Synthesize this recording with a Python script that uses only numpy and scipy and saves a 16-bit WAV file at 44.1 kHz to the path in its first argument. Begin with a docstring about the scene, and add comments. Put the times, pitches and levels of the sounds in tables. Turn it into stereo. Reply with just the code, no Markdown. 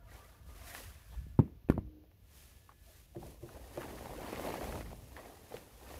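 """A low street rumble and the hiss of cloth over paint come first, with a faint whine and far tones.
A synthetic cover is tugged, then dragged off a parked car and gathered up, close to a hand-held camera.
Shaped noise and clicks make the hiss and crackle; short damped tones make pops and squeaks of the folds.
Early on a run of hard bumps shakes the camera: pushed thuds, ringing modes, rattles and ticks.
Later, pats on the car's side set off a damped panel boom and puffs of air."""
import sys
import numpy as np
from scipy import signal
from scipy.fft import rfft, irfft, next_fast_len
from scipy.io import wavfile
from scipy.ndimage import uniform_filter1d

SR = 44100
rng = np.random.default_rng(int(sys.argv[2]) if len(sys.argv) > 2 else 0)


def digitize_waveform(pressure):
    """Quantize a signal to 16-bit integers and store it at the path in sys.argv[1].

    Rows of a 2-D input are taken as channels; values are limited to [-1, 1].
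    """
    field = np.atleast_2d(pressure).T
    bounded = np.clip(field, -1, 1)
    quanta = np.round(bounded * 32767).astype(np.int16)
    wavfile.write(sys.argv[1], SR, quanta)


N = 264159  # samples

# Spectra, relative: (frequency [Hz], density [dB per Hz])
# cloth sliding, small creases, crushed large folds, billowing sheet
SLIDE_COLOUR = [(1200, 0.5), (2800, 0.5), (4500, -1), (6300, -0.5), (8200, -2.5), (10000, 0), (11600, 1),
                (13500, -2), (15500, -4.5)]
CREASE_COLOUR = [(500, -13), (1000, -2), (1400, 1), (1850, 3), (2400, -3.5), (3300, -8.5), (5000, -12),
                 (9000, -26)]
CRUSH_COLOUR = [(100, -43), (220, 0), (340, -1), (500, 0), (800, -3.3), (1100, -11), (1600, -22),
                (3000, -40), (8000, -66)]
BILLOW_COLOUR = [(40, -20), (100, 3), (160, 0), (240, -4.5), (400, -9.5), (1200, -49)]
# low rumble and far wash of the street
RUMBLE_COLOUR = [(15, -33), (30, -21.5), (50, 2), (65, 1), (95, -5.5), (130, -13), (220, -24.5), (600, -61),
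                 (2000, -82)]
STREET_COLOUR = [(30, 2.5), (150, 7), (300, 1.5), (700, -1.5), (1200, -10.5), (1800, -10.5), (3000, -11),
                 (6500, -18), (8300, -35), (11500, -12), (15500, -13)]
# loose parts of the mount shaking after a bump, snap of the shell, blur around the hum
RATTLE_COLOUR = [(30, -20), (70, 19.5), (250, 13), (450, 1.5), (750, -14.5), (1000, -12.5), (1400, -26),
                 (2200, -22), (4000, -41.5), (8000, -69)]
TICK_COLOUR = [(400, -5), (1400, 18), (2500, 5), (4000, 0), (5500, -7.5), (8500, -7), (12000, 0),
               (15500, -7)]
HUM_COLOUR = [(150, -10), (300, 0), (360, -5), (470, -3), (700, -22), (2000, -60)]
# colour of a crumple around its pitch: (multiple of the pitch [ratio], density [dB per Hz])
CRUMPLE_COLOUR = [(.2, -22), (.45, -7), (.75, 0), (1.3, 0), (1.8, -10), (3.5, -17), (8, -32)]
# likeness of left and right, close by and spread out: (frequency [Hz], correlation [-1 to 1])
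NEAR_LIKENESS = [(60, 0.95), (200, 0.85), (400, 0.78), (700, 0.42), (1000, 0.53), (1400, -0.34),
                 (2800, -0.013), (6000, 0.019)]
WIDE_LIKENESS = [(60, 1), (170, 0.61), (350, .5), (650, -0.2), (1200, -0.69), (1800, -0.48), (2600, 0.18),
                 (4000, -0.011)]

# puffs of air on the microphones:
# (peak time [s], rise over 20 dB [s], fall over 20 dB [s], level [dB])
GUSTS = [(0.15, .3, 0.1, -55), (0.5, 0.4, .5, -51), (0.88, 0.1, 0.2, -49.5), (1.19, 0.12, 0.32, -42.5),
         (1.87, 0.3, .15, -49), (3.26, 0.07, 0.2, -50), (3.8, 1.5, 2.5, -54.5), (4.84, .8, .35, -47.5),
         (5.14, 1.2, 0.1, -55), (5.26, .1, .08, -55), (5.93, .16, 3, -51)]
# partials of a faint far drone: (frequency [Hz], width [Hz], relative level [dB])
DRONE = [(520, 50, -15), (678, 49, -8), (960, 60, -11), (1195, 60, -8.5), (1400, 50, -11), (1540, 40, -15)]
# loudness of the drone: (time [s], level [dB])
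DRONE_LEVEL = [(0, -65), (.2, -63), (.45, -68), (.7, -64), (.95, -72), (1.5, -77.5), (2.9, -88),
               (5.99, -73)]
# loudness of the whine: (time [s], level [dB])
WHINE_LEVEL = [(0, -79), (.9, -80), (1.2, -73), (1.3, -81), (1.5, -87), (2.1, -93), (2.4, -80), (2.88, -77),
               (3.05, -88), (5.99, -90)]
# far tones that come and go: (middle time [s], length [s], pitch [Hz], level [dB])
FAR_TONES = [(0.22, .13, 1185, -62), (0.52, .18, 1210, -67), (0.68, .34, 695, -61.5)]

# short tugs at the cover: (time up to speed [s], rise over 20 dB [s], hold [s], fall over 20 dB [s],
#  hiss [dB], crease [dB], crush [dB])
TUGS = [(0.135, .12, 0.042, .2, -63.5, -63, -61), (0.25, .1, .08, .28, -69, -71, -69),
        (0.49, .09, .02, .25, -65, -74, -66), (0.58, 0.12, 0.05, 0.26, -63, -65, -64.5),
        (0.68, 0.09, 0.028, 0.1249, -53.5, -59.5, -67), (0.75, 0.06, 0.037, 0.2152, -51.5, -56.5, -58.5),
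        (0.92, 0.4, .25, .4, -67.5, -72, -76), (2.37, 0.17, 0.045, .5, -61.5, -73, -75),
        (2.88, 0.18, 0.11, 0.26, -64, -77, -83), (3.22, .13, 0.098, .14, -62.5, -79, -59.5),
        (3.43, .07, 0.083, 0.3, -65, -74.5, -60.5), (3.529, .08, 0.06, .25, -66, -68, -55),
        (4.41, 0.04, 0.055, .15, -57.5, -61, -47), (4.64, .08, .15, 0.05, -58.5, -66, -50),
        (4.917, .035, .012, .045, -72, -70, -51.5), (5.17, .1, .11, .27, -67, -64, -55),
        (5.555, 0.13, .025, .11, -61, -60, -55.5), (5.92, 0.33, .08, .5, -59.5, -61.5, -54)]
# long haul that takes the cover off, then its trailing end: (time [s], cloth speed [dB])
HAUL = [(3.55, -31.5), (3.66, -19.5), (3.82, -7), (3.95, -10), (4.17, -8.8), (4.29, -5.2), (4.49, -0.8),
        (4.79, -8.5), (4.84, -15), (4.98, -21), (5.6, -21.5), (5.75, -25.5), (5.99, -23)]
# cloth catching and squeaking as it slides: (middle time [s], length [s], middle pitch [Hz],
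#  glide [octaves per s], unsteadiness [0-1], level [dB])
SQUEAKS = [(0.714, 0.056, 1850, 5, .09, -48), (1.13, 0.11, 3490, -0.5, .1, -66),
           (2.897, .1, 630, -.6, .12, -61), (2.96, 0.11, 1800, 2, .13, -68)]
# folds that buckle with a pop: (time [s], level [dB], pitch [Hz], ring t60 [s], relative crackle [dB])
POPS = [(0.7494, -37.5, 1700, 0.004, -1), (1.125, -61, 887, 0.1, -14), (2.038, -56.5, 596, 0.033, -17),
        (2.115, -55.5, 800, 0.012, -9), (2.6925, -43, 1120, 0.018, -22), (2.7155, -53, 1170, 0.016, -20),
        (3.148, -48.5, 700, 0.06, -17), (3.162, -56, 1800, 0.012, -1), (3.228, -40.5, 760, 0.024, -17),
        (3.491, -46, 1500, 0.014, -9), (3.7745, -27, 583, 0.034, -35), (3.818, -43, 1300, 0.02, -5),
        (3.831, -37, 1100, .012, -12), (3.839, -37, 900, .008, -14), (3.888, -37, 480, .012, -20),
        (3.986, -42, 1500, .01, -8), (4.058, -37, 800, .012, -10), (4.2295, -36, 900, 0.014, -12),
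        (4.36, -36, 1900, .012, -12), (4.443, -31, 540, .01, -20), (4.396, -24, 580, 0.0093, -14),
        (4.473, -32, 600, 0.023, -8), (4.487, -30, 700, .012, -15), (4.54, -28, 850, 0.012, -13),
        (4.611, -33, 600, .01, -16), (4.643, -30.5, 650, 0.01, -14), (4.672, -35, 540, .014, -18),
        (4.725, -38, 1700, .008, -6), (4.756, -34, 920, .012, -16), (4.777, -35, 520, .01, -18),
        (4.809, -34, 500, 0.017, -15), (5.166, -40, 1800, 0.016, -7), (5.19, -41, 1150, 0.014, -14),
        (5.257, -45, 700, .024, -12), (5.51, -35.5, 520, 0.017, -21), (5.521, -36, 800, .016, -22),
        (5.5415, -30, 470, 0.026, -21), (5.5675, -42, 2900, .006, -3), (5.812, -45, 800, 0.022, -19),
        (5.911, -42, 700, .02, -17)]
# handfuls of cloth crumpling or scraping: (start time [s], length [s], pitch [Hz], level [dB])
CRUMPLES = [(1.118, .05, 750, -62), (2.692, .05, 1050, -66), (3.806, .055, 1100, -50.5),
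            (3.885, .035, 1500, -58), (3.975, .03, 1500, -57), (4.04, .04, 1500, -57),
            (4.222, .09, 1200, -54.5), (4.28, .14, 1700, -54), (4.46, .06, 600, -46),
            (4.51, .08, 2000, -56), (4.625, .035, 1100, -51), (4.803, .035, 1500, -57),
            (4.84, .12, 1600, -64), (5.162, .04, 1000, -55)]

# bumps on the camera, part levels relative to the bump and before trims: (time [s], left [dB], right [dB],
#  thud corner [Hz], rattle [dB], ring pitch [Hz], ring [dB], clack pitch [Hz], clack [dB], tick [dB])
KNOCKS = [(1.266, -50, -37.5, 141.7, -22, 202, -17, 600, -44, -59),
          (1.3903, -16, -5, 190, -19, 228, -19, 850, -10, -36),
          (1.398, -11, -5, 149, -19, 198, -27, 776, -21, -48),
          (1.4117, -34, -33, 135, -26, 480, 0, 670, -36, -42),
          (1.4767, -32, -31, 91, -22, 251, -30, 880, -18, -40),
          (1.6441, -36, -45, 70, -35, 85, -20, 480, -43, -60),
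          (1.6875, -34, -52, 440, -4, 226, -31, 2435, -6, -18),
          (1.6989, -5, -18, 246, -16, 347, -39, 1394, -17, -26),
          (1.7096, -20, -25, 84, -18, 127, -18, 1700, -21, -33),
          (1.7196, -29, -35, 159, -16, 359, -10, 1177, -6, -21),
          (1.7413, -30, -40, 98, -20, 140, -6, 1170, -42, -50),
          (1.7586, -37, -50, 210, -6, 400, -2, 600, -30, -50),
          (1.7786, -14, -19, 244, -18, 184, -36, 688, -9, -41),
          (1.7861, -17, -23, 98, -41, 140, -36, 504, -44, -60),
          (1.875, -37, -41, 110, -21, 307, -25, 700, -16, -52)]
# what the camera and its mount ring with: (frequency [Hz], relative level [dB], t60 [s])
MOUNT = [(160, 16.5, 0.1), (215, -0.5, 0.23), (261.6, 3.5, 0.12), (307, 0, 0.23), (415, -3.5, 0.15),
         (479, -6, 0.11), (610, 5, 0.011), (860, 0, 0.017), (1146, 4.5, 0.018), (1400, 4.5, 0.016),
         (1730, 0, 0.024), (2500, 5, .008), (3700, -18, .012)]
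# hands meeting the car's side through the cover: (time [s], boom [dB], puff of air [dB])
PATS = [(3.158, -40, -45.5), (3.23, -50, -58), (3.429, -42, -52.5), (3.7755, -40, -58), (5.5415, -48, -60)]
# what the side panel rings with: (frequency [Hz], relative level [dB], t60 [s])
PANEL = [(128, -2, 0.16), (269, -16, 0.075), (344.5, 3, 0.14), (470, -4, 0.094), (575, -3, 0.086),
         (700, -16, .06)]

RUMBLE_DB, RUMBLE_WANDER_DB = -61.5, 2
# how each layer answers the haul: (level at 0 dB speed [dB], slope [dB per dB of speed])
HAUL_HISS, HAUL_CREASE, HAUL_CRUSH, HAUL_BILLOW = (-54.5, 0.47), (-49.5, 1.2), (-41.6, 0.98), (-47, 1.0)
BILLOW_LAG_S = 0.15  # the loose sheet swings after the pull
JERKS_PER_S, JERK_SIZE, JERK_DECAY_S = 140, 0.4, 0.003
TICK_LAG_S = 0.0018  # the shell snaps just after the push
HUM_S, HUM_HZ, HUM_DB, HUM_FALL_S, HUM_BLUR_DB = 1.897, 307, -56.5, 0.13, -8
EDGE_HZ = 15650


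def gain_of(db):
    """Amplitude factor for a level in dB."""
    return np.exp(np.asarray(db) * (np.log(10) / 20))


def evened(x):
    """Brings a signal to rms 1."""
    return x / np.sqrt(np.mean(x ** 2) + 1e-20)


def read(points, hz):
    """A spectrum joined by straight lines on a log-frequency axis."""
    f, value = np.transpose(points)
    return np.interp(np.log(hz + 1), np.log(f), value)


def follow(rows, axis=1):
    """One column of a control curve at every sample."""
    rows = np.asarray(rows)
    return np.interp(np.arange(N) / SR, rows[:, 0], rows[:, axis])


def panned(db):
    """Left and right gains averaging 1; positive dB favours the left."""
    sides = gain_of(np.array([[0.5], [-0.5]]) * db)
    return sides / sides.mean(0)


def add(mix, s, sound):
    """Lays a stereo sound into the mix at a time in seconds."""
    part = mix[:, max(round(s * SR), 0):][:, :sound.shape[1]]
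    part += sound[:, :part.shape[1]]


def coloured(pair, colour, likeness):
    """Gives two unrelated signals a spectrum and a left-right likeness; their middle has rms 1."""
    length = pair.shape[1]
    size = next_fast_len(length)
    spectra, hz = rfft(pair, size), np.fft.rfftfreq(size, 1 / SR)
    same = np.clip(read(likeness, hz), -0.99, 0.99)
    mid = spectra[0] * np.sqrt(1 + same)
    side = spectra[1] * np.sqrt(1 - same)
    out = irfft(np.array([mid + side, mid - side]) * gain_of(read(colour, hz)), size)[:, :length]
    return out / out.mean(0).std()


def noise(size=N):
    """Unrelated white noise left and right."""
    return rng.standard_normal((2, size))


def drift(hz):
    """Slow random wander of rms 1, low-passed around a given rate."""
    per_s = 1000  # control points per second
    slow = rng.standard_normal(N * per_s // SR + 2)
    lowpass = 1 + (np.fft.rfftfreq(len(slow), 1 / per_s) / hz) ** 2
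    slow = irfft(rfft(slow) / lowpass, len(slow))
    return np.interp(np.arange(N) * per_s / SR, np.arange(len(slow)), evened(slow))


def swell(start_s, rise_s, fall_s, hold_s=0):
    """Gain of a movement that gathers speed, holds it and dies away."""
    t = np.arange(N) / SR - start_s
    away = np.maximum(-t / rise_s, (t - hold_s) / fall_s)
    return gain_of(-20 * np.clip(away, 0, 10))


def street():
    """Low rumble lifted by puffs of air, a far wash with a drone in it, and a thin wavering whine."""
    air_power = gain_of(RUMBLE_DB + RUMBLE_WANDER_DB * drift(hz=5)) ** 2
    for s, rise_s, fall_s, db in GUSTS:
        air_power = air_power + (gain_of(db) * swell(s, rise_s, fall_s)) ** 2
    rumble = coloured(noise(), RUMBLE_COLOUR, NEAR_LIKENESS) * np.sqrt(air_power) * panned(db=-2.0)
    wash = coloured(noise(), STREET_COLOUR, WIDE_LIKENESS) * gain_of(-70.5)
    drone = np.zeros(N)
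    for hz, width, db in DRONE:
        # wandering loudness and pitch widen each partial
        loudness = gain_of(db) * drift(width / 2)
        drone += loudness * np.sin(2 * np.pi * np.cumsum(hz + width / 2 * drift(width)) / SR)
    whine_hz = 1718 + 8 * drift(hz=30)
    whine = np.sin(2 * np.pi * np.cumsum(whine_hz) / SR) * gain_of(1.5 * drift(hz=20))
    whine = whine * gain_of(follow(WHINE_LEVEL))
    return rumble + wash + whine + drone * gain_of(follow(DRONE_LEVEL)) * panned(db=-19)


def snaps(per_s, spread_db, rub, clump_db, clump_hz):
    """Tiny buckling clicks of uneven size over smooth rubbing, both swelling in clumps."""
    size = gain_of(spread_db * np.minimum(rng.exponential(1, (2, N)), 4))
    clicks = size * np.sign(noise()) * (rng.random((2, N)) < per_s / SR)
    return (evened(clicks) + rub * noise()) * gain_of(clump_db * drift(clump_hz))


def crinkles(per_s, spread_db, cycles, low_hz, high_hz):
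    """Facets of stiff cloth, each ringing briefly at its own pitch when it flips."""
    out, t = np.zeros((2, N)), np.arange(SR // 30) / SR
    flips = rng.random((SR // 4, 4))[:int(per_s * N / SR)]
    for when, pitch, strength, angle in flips:
        hz = low_hz * (high_hz / low_hz) ** pitch
        facet = np.sin(2 * np.pi * hz * t) * np.exp(-t * hz / cycles) * (1 - np.exp(-2 * t * hz))
        gain = hz * gain_of(spread_db * min(-np.log(strength), 3))
        sides = [np.cos(2 * np.pi * angle), np.sin(2 * np.pi * angle)]
        add(out, when * N / SR, gain * np.outer(sides, facet))
    return evened(out)


def efforts():
    """Gains of hiss, creases, crushed folds and billowing: the tugs and the haul add in power."""
    speed_db, t = follow(HAUL), np.arange(N) / SR
    answers = (HAUL_HISS, HAUL_CREASE, HAUL_CRUSH, HAUL_BILLOW)
    hauling = np.clip((t - HAUL[0][0]) / 0.1, 0, 1)
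    hiss, crease, crush, billow = (gain_of(db + slope * speed_db) ** 2 * hauling for db, slope in answers)
    crush_power = 1.36  # large folds give way only near the height of a tug
    for s, rise_s, hold_s, fall_s, hiss_db, crease_db, crush_db in TUGS:
        speed = swell(s, rise_s, fall_s, hold_s)
        hiss = hiss + (gain_of(hiss_db) * speed) ** 2
        crease = crease + (gain_of(crease_db) * speed) ** 2
        crush = crush + (gain_of(crush_db) * speed ** crush_power) ** 2
    late_billow = np.interp(t - BILLOW_LAG_S, t, billow)
    return np.sqrt([hiss, crease, crush, late_billow])


def jerks():
    """Cloth sticks and lets go: each slip lifts crackle and crunch together for a few milliseconds."""
    slips = np.minimum(rng.exponential(1, N), 2.5) * (rng.random(N) < JERKS_PER_S / SR)
    decay = np.exp(-1 / (JERK_DECAY_S * SR))
    return evened(1 + JERK_SIZE * signal.lfilter([1], [1, -decay], slips))


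def cloth():
    """The weave hisses, small creases crackle, large folds crunch and the sheet billows."""
    weave = snaps(per_s=6000, spread_db=5.5, rub=1.8, clump_db=0.8, clump_hz=60)
    creases = snaps(per_s=1200, spread_db=3.0, rub=0.77, clump_db=1.6, clump_hz=60)
    creases += gain_of(-5.5) * crinkles(per_s=260, spread_db=1.3, cycles=17.0, low_hz=1008, high_hz=4857)
    folds = snaps(per_s=500, spread_db=2.2, rub=0.65, clump_db=1.4, clump_hz=40)
    folds += gain_of(-13) * crinkles(per_s=220, spread_db=1.5, cycles=3.7, low_hz=260.4, high_hz=1300)
    hiss = coloured(weave, SLIDE_COLOUR, WIDE_LIKENESS)
    crackle = coloured(creases, CREASE_COLOUR, NEAR_LIKENESS)
    crunch = coloured(folds, CRUSH_COLOUR, NEAR_LIKENESS)
    billow = coloured(noise(), BILLOW_COLOUR, NEAR_LIKENESS)
    hiss_gain, crease_gain, crush_gain, billow_gain = efforts()
    slip = jerks()
    return (hiss * hiss_gain * panned(db=-4.3)
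            + slip * crackle * crease_gain * panned(db=-1.5)
            + slip * crunch * crush_gain * panned(db=-3.2)
            + billow * billow_gain * panned(db=-1.5))


def far_tones():
    """Distant pitched sounds, blurred by the walls along the street: the pitch wanders quickly."""
    out = np.zeros((2, N))
    for s, length, hz, db in FAR_TONES:
        size = round(length * SR)
        turns = np.cumsum(hz + 28 * drift(hz=70)[:size]) / SR
        tone = np.hanning(size) * np.sin(2 * np.pi * turns)
        add(out, s - length / 2, gain_of(db) * tone * panned(db=-6))
    return out


def squeaks():
    """The weave skips over an edge at a gliding, unsteady rate."""
    out = np.zeros((2, N))
    for s, length, hz, glide, unsteady, db in SQUEAKS:
        t = np.arange(-length / 2, length / 2, 1 / SR)
        jitter = evened(uniform_filter1d(noise(SR // 4), size=60, axis=1))[:, :len(t)]
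        turns = np.cumsum(hz * 2 ** (glide * t) * (1 + unsteady * jitter), axis=1) / SR
        add(out, s - length / 2, gain_of(db) * np.hanning(len(t)) * np.sin(2 * np.pi * turns))
    return out * panned(db=-4)


def pops():
    """A taut fold flips over: a few damped cycles, with a crackle and a flutter of the cloth around it."""
    out, t = np.zeros((2, N)), np.arange(SR // 6) / SR
    crackle_colour = CREASE_COLOUR[:4] + [(5000, -21.5), (15000, -24)]
    for s, db, hz, t60, crackle_db in POPS:
        flip = np.sin(2 * np.pi * hz * t) * gain_of(-60 * t / t60) * (1 - np.exp(-t * hz * 2))
        flutter_colour = [(hz / 4, -18), (hz, 0), (hz * 3, -24), (hz * 10, -55)]
        flutter = coloured(noise(len(t)), flutter_colour, NEAR_LIKENESS) * gain_of(-12 - 60 * t / (3 * t60))
        crackle = coloured(noise(len(t)), crackle_colour, NEAR_LIKENESS)
        crackle = crackle * gain_of(crackle_db - 60 * t / 0.012)
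        add(out, s, gain_of(db) * (flip + flutter + crackle))
    return out * panned(db=-4.5)


def crumples():
    """A handful of folds gives way in a quick run of snaps that builds fast and thins out."""
    out = np.zeros((2, N))
    grain = snaps(per_s=900, spread_db=2.8, rub=0.4, clump_db=1.2, clump_hz=80)
    for s, length, hz, db in CRUMPLES:
        run = grain[:, round(s * SR):round((s + length) * SR)]
        colour = [(hz * multiple, level) for multiple, level in CRUMPLE_COLOUR]
        run = coloured(run, colour, NEAR_LIKENESS)
        shape = np.sin(np.pi * np.linspace(0, 1, run.shape[1]) ** 0.65)
        add(out, s, gain_of(db) * run * shape)
    return out * panned(db=-2.2)


def thud(t, hz, softness=5.53, contact_hz=2200):
    """Acceleration of a body given one short push: a brief swing, its edge rounded by soft contact."""
    jf = 1j * np.fft.rfftfreq(len(t), 1 / SR)
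    response = (jf / hz) ** 2 / (1 + jf / hz) ** softness / (1 + jf / contact_hz) ** 2
    swing = irfft(rfft(t == 0) * response, len(t))
    return swing / abs(swing).max()


def rings(t, hz, octaves, rise):
    """The modes of the mount, those near a given pitch struck hardest."""
    modes = np.zeros(len(t))
    for f, db, t60 in MOUNT:
        nearness = 1 / (1 + (np.log2(f / hz) / octaves) ** 4)
        modes += gain_of(db - 60 * t / t60) * np.sin(2 * np.pi * f * t) * nearness
    return modes * (1 - np.exp(-(t / rise) ** 2))


def knocks():
    """Bumps travel through the camera body and push its two microphones in opposite directions."""
    out, t = np.zeros((2, N)), np.arange(12000) / SR
    opposed = [(50, -0.45), (250, -0.16), (550, 0.5), (1500, 0.11)]  # (frequency [Hz], correlation)
    lag_s = 0.00032  # the shock reaches the right microphone a little later
    attack = 1 - np.exp(-t / 0.0003)
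    for s, left_db, right_db, hz, rattle_db, ring_hz, ring_db, clack_hz, clack_db, tick_db in KNOCKS:
        sides = gain_of([[left_db], [right_db]])
        body = thud(t, hz) + gain_of(ring_db) * rings(t, ring_hz, octaves=0.56, rise=0.0032)
        body = sides * np.array([body, -np.interp(t - lag_s, t, body)])
        # the shell's clack arrives through the air
        clack = gain_of(clack_db) * rings(t, clack_hz, octaves=0.31, rise=0.0011)
        clack = clack * panned(db=7) * sides.mean()
        rattle = coloured(noise(len(t)), RATTLE_COLOUR, opposed) * attack
        rattle = rattle * (np.exp(-t / 0.0075) + 0.25 * np.exp(-t / 0.053))
        rattle = np.sqrt(sides * sides.mean()) * gain_of(rattle_db - 1.5) * rattle
        tick = coloured(noise(len(t)), TICK_COLOUR, WIDE_LIKENESS) * attack
        tick = tick * (np.exp(-t / 0.0011) + 0.05 * np.exp(-t / 0.032))
        add(out, s + TICK_LAG_S, gain_of(tick_db + 4) * tick * panned(db=-1.5) * sides.mean())
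        add(out, s, body + rattle + clack)
    return out + low_hum()


def low_hum():
    """A low hum swells around the last soft bump, holds briefly and dies away: a wavering tone in noise."""
    tone = np.sin(2 * np.pi * np.cumsum(HUM_HZ + 3 * drift(hz=30)) / SR)
    hum = tone + gain_of(HUM_BLUR_DB) * coloured(noise(), HUM_COLOUR, NEAR_LIKENESS)
    hum = hum * gain_of(HUM_DB) * swell(HUM_S, rise_s=0.089, fall_s=HUM_FALL_S, hold_s=0.088)
    return hum * gain_of([[2], [-5]])  # left, right [dB]


def pats():
    """The steel panel answers each touch with a cloth-damped boom; air puffs out from under the cover."""
    out, t = np.zeros((2, N)), np.arange(SR // 2) / SR
    boom = sum(gain_of(db - 60 * t / t60) * np.sin(2 * np.pi * hz * t) for hz, db, t60 in PANEL)
    boom = boom * (1 - np.exp(-t / 0.0026))
    for s, db, puff_db in PATS:
        puff = coloured(noise(len(t)), BILLOW_COLOUR, NEAR_LIKENESS)
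        puff = puff * gain_of(puff_db - 60 * t / 0.58) * (1 - np.exp(-t / 0.008))
        add(out, s, (gain_of(db) * boom + puff) * panned(db=-3.5))
    return out


def scene():
    """All layers together, in order of first appearance."""
    return street() + cloth() + far_tones() + squeaks() + pops() + crumples() + knocks() + pats()


def record(dry):
    """The recorder's band limit: a steep low-pass."""
    lowpass = signal.firwin(511, EDGE_HZ, window=("kaiser", 8), fs=SR)
    return signal.oaconvolve(dry, lowpass[None], "same")


dry = scene()
out = record(dry)
digitize_waveform(out)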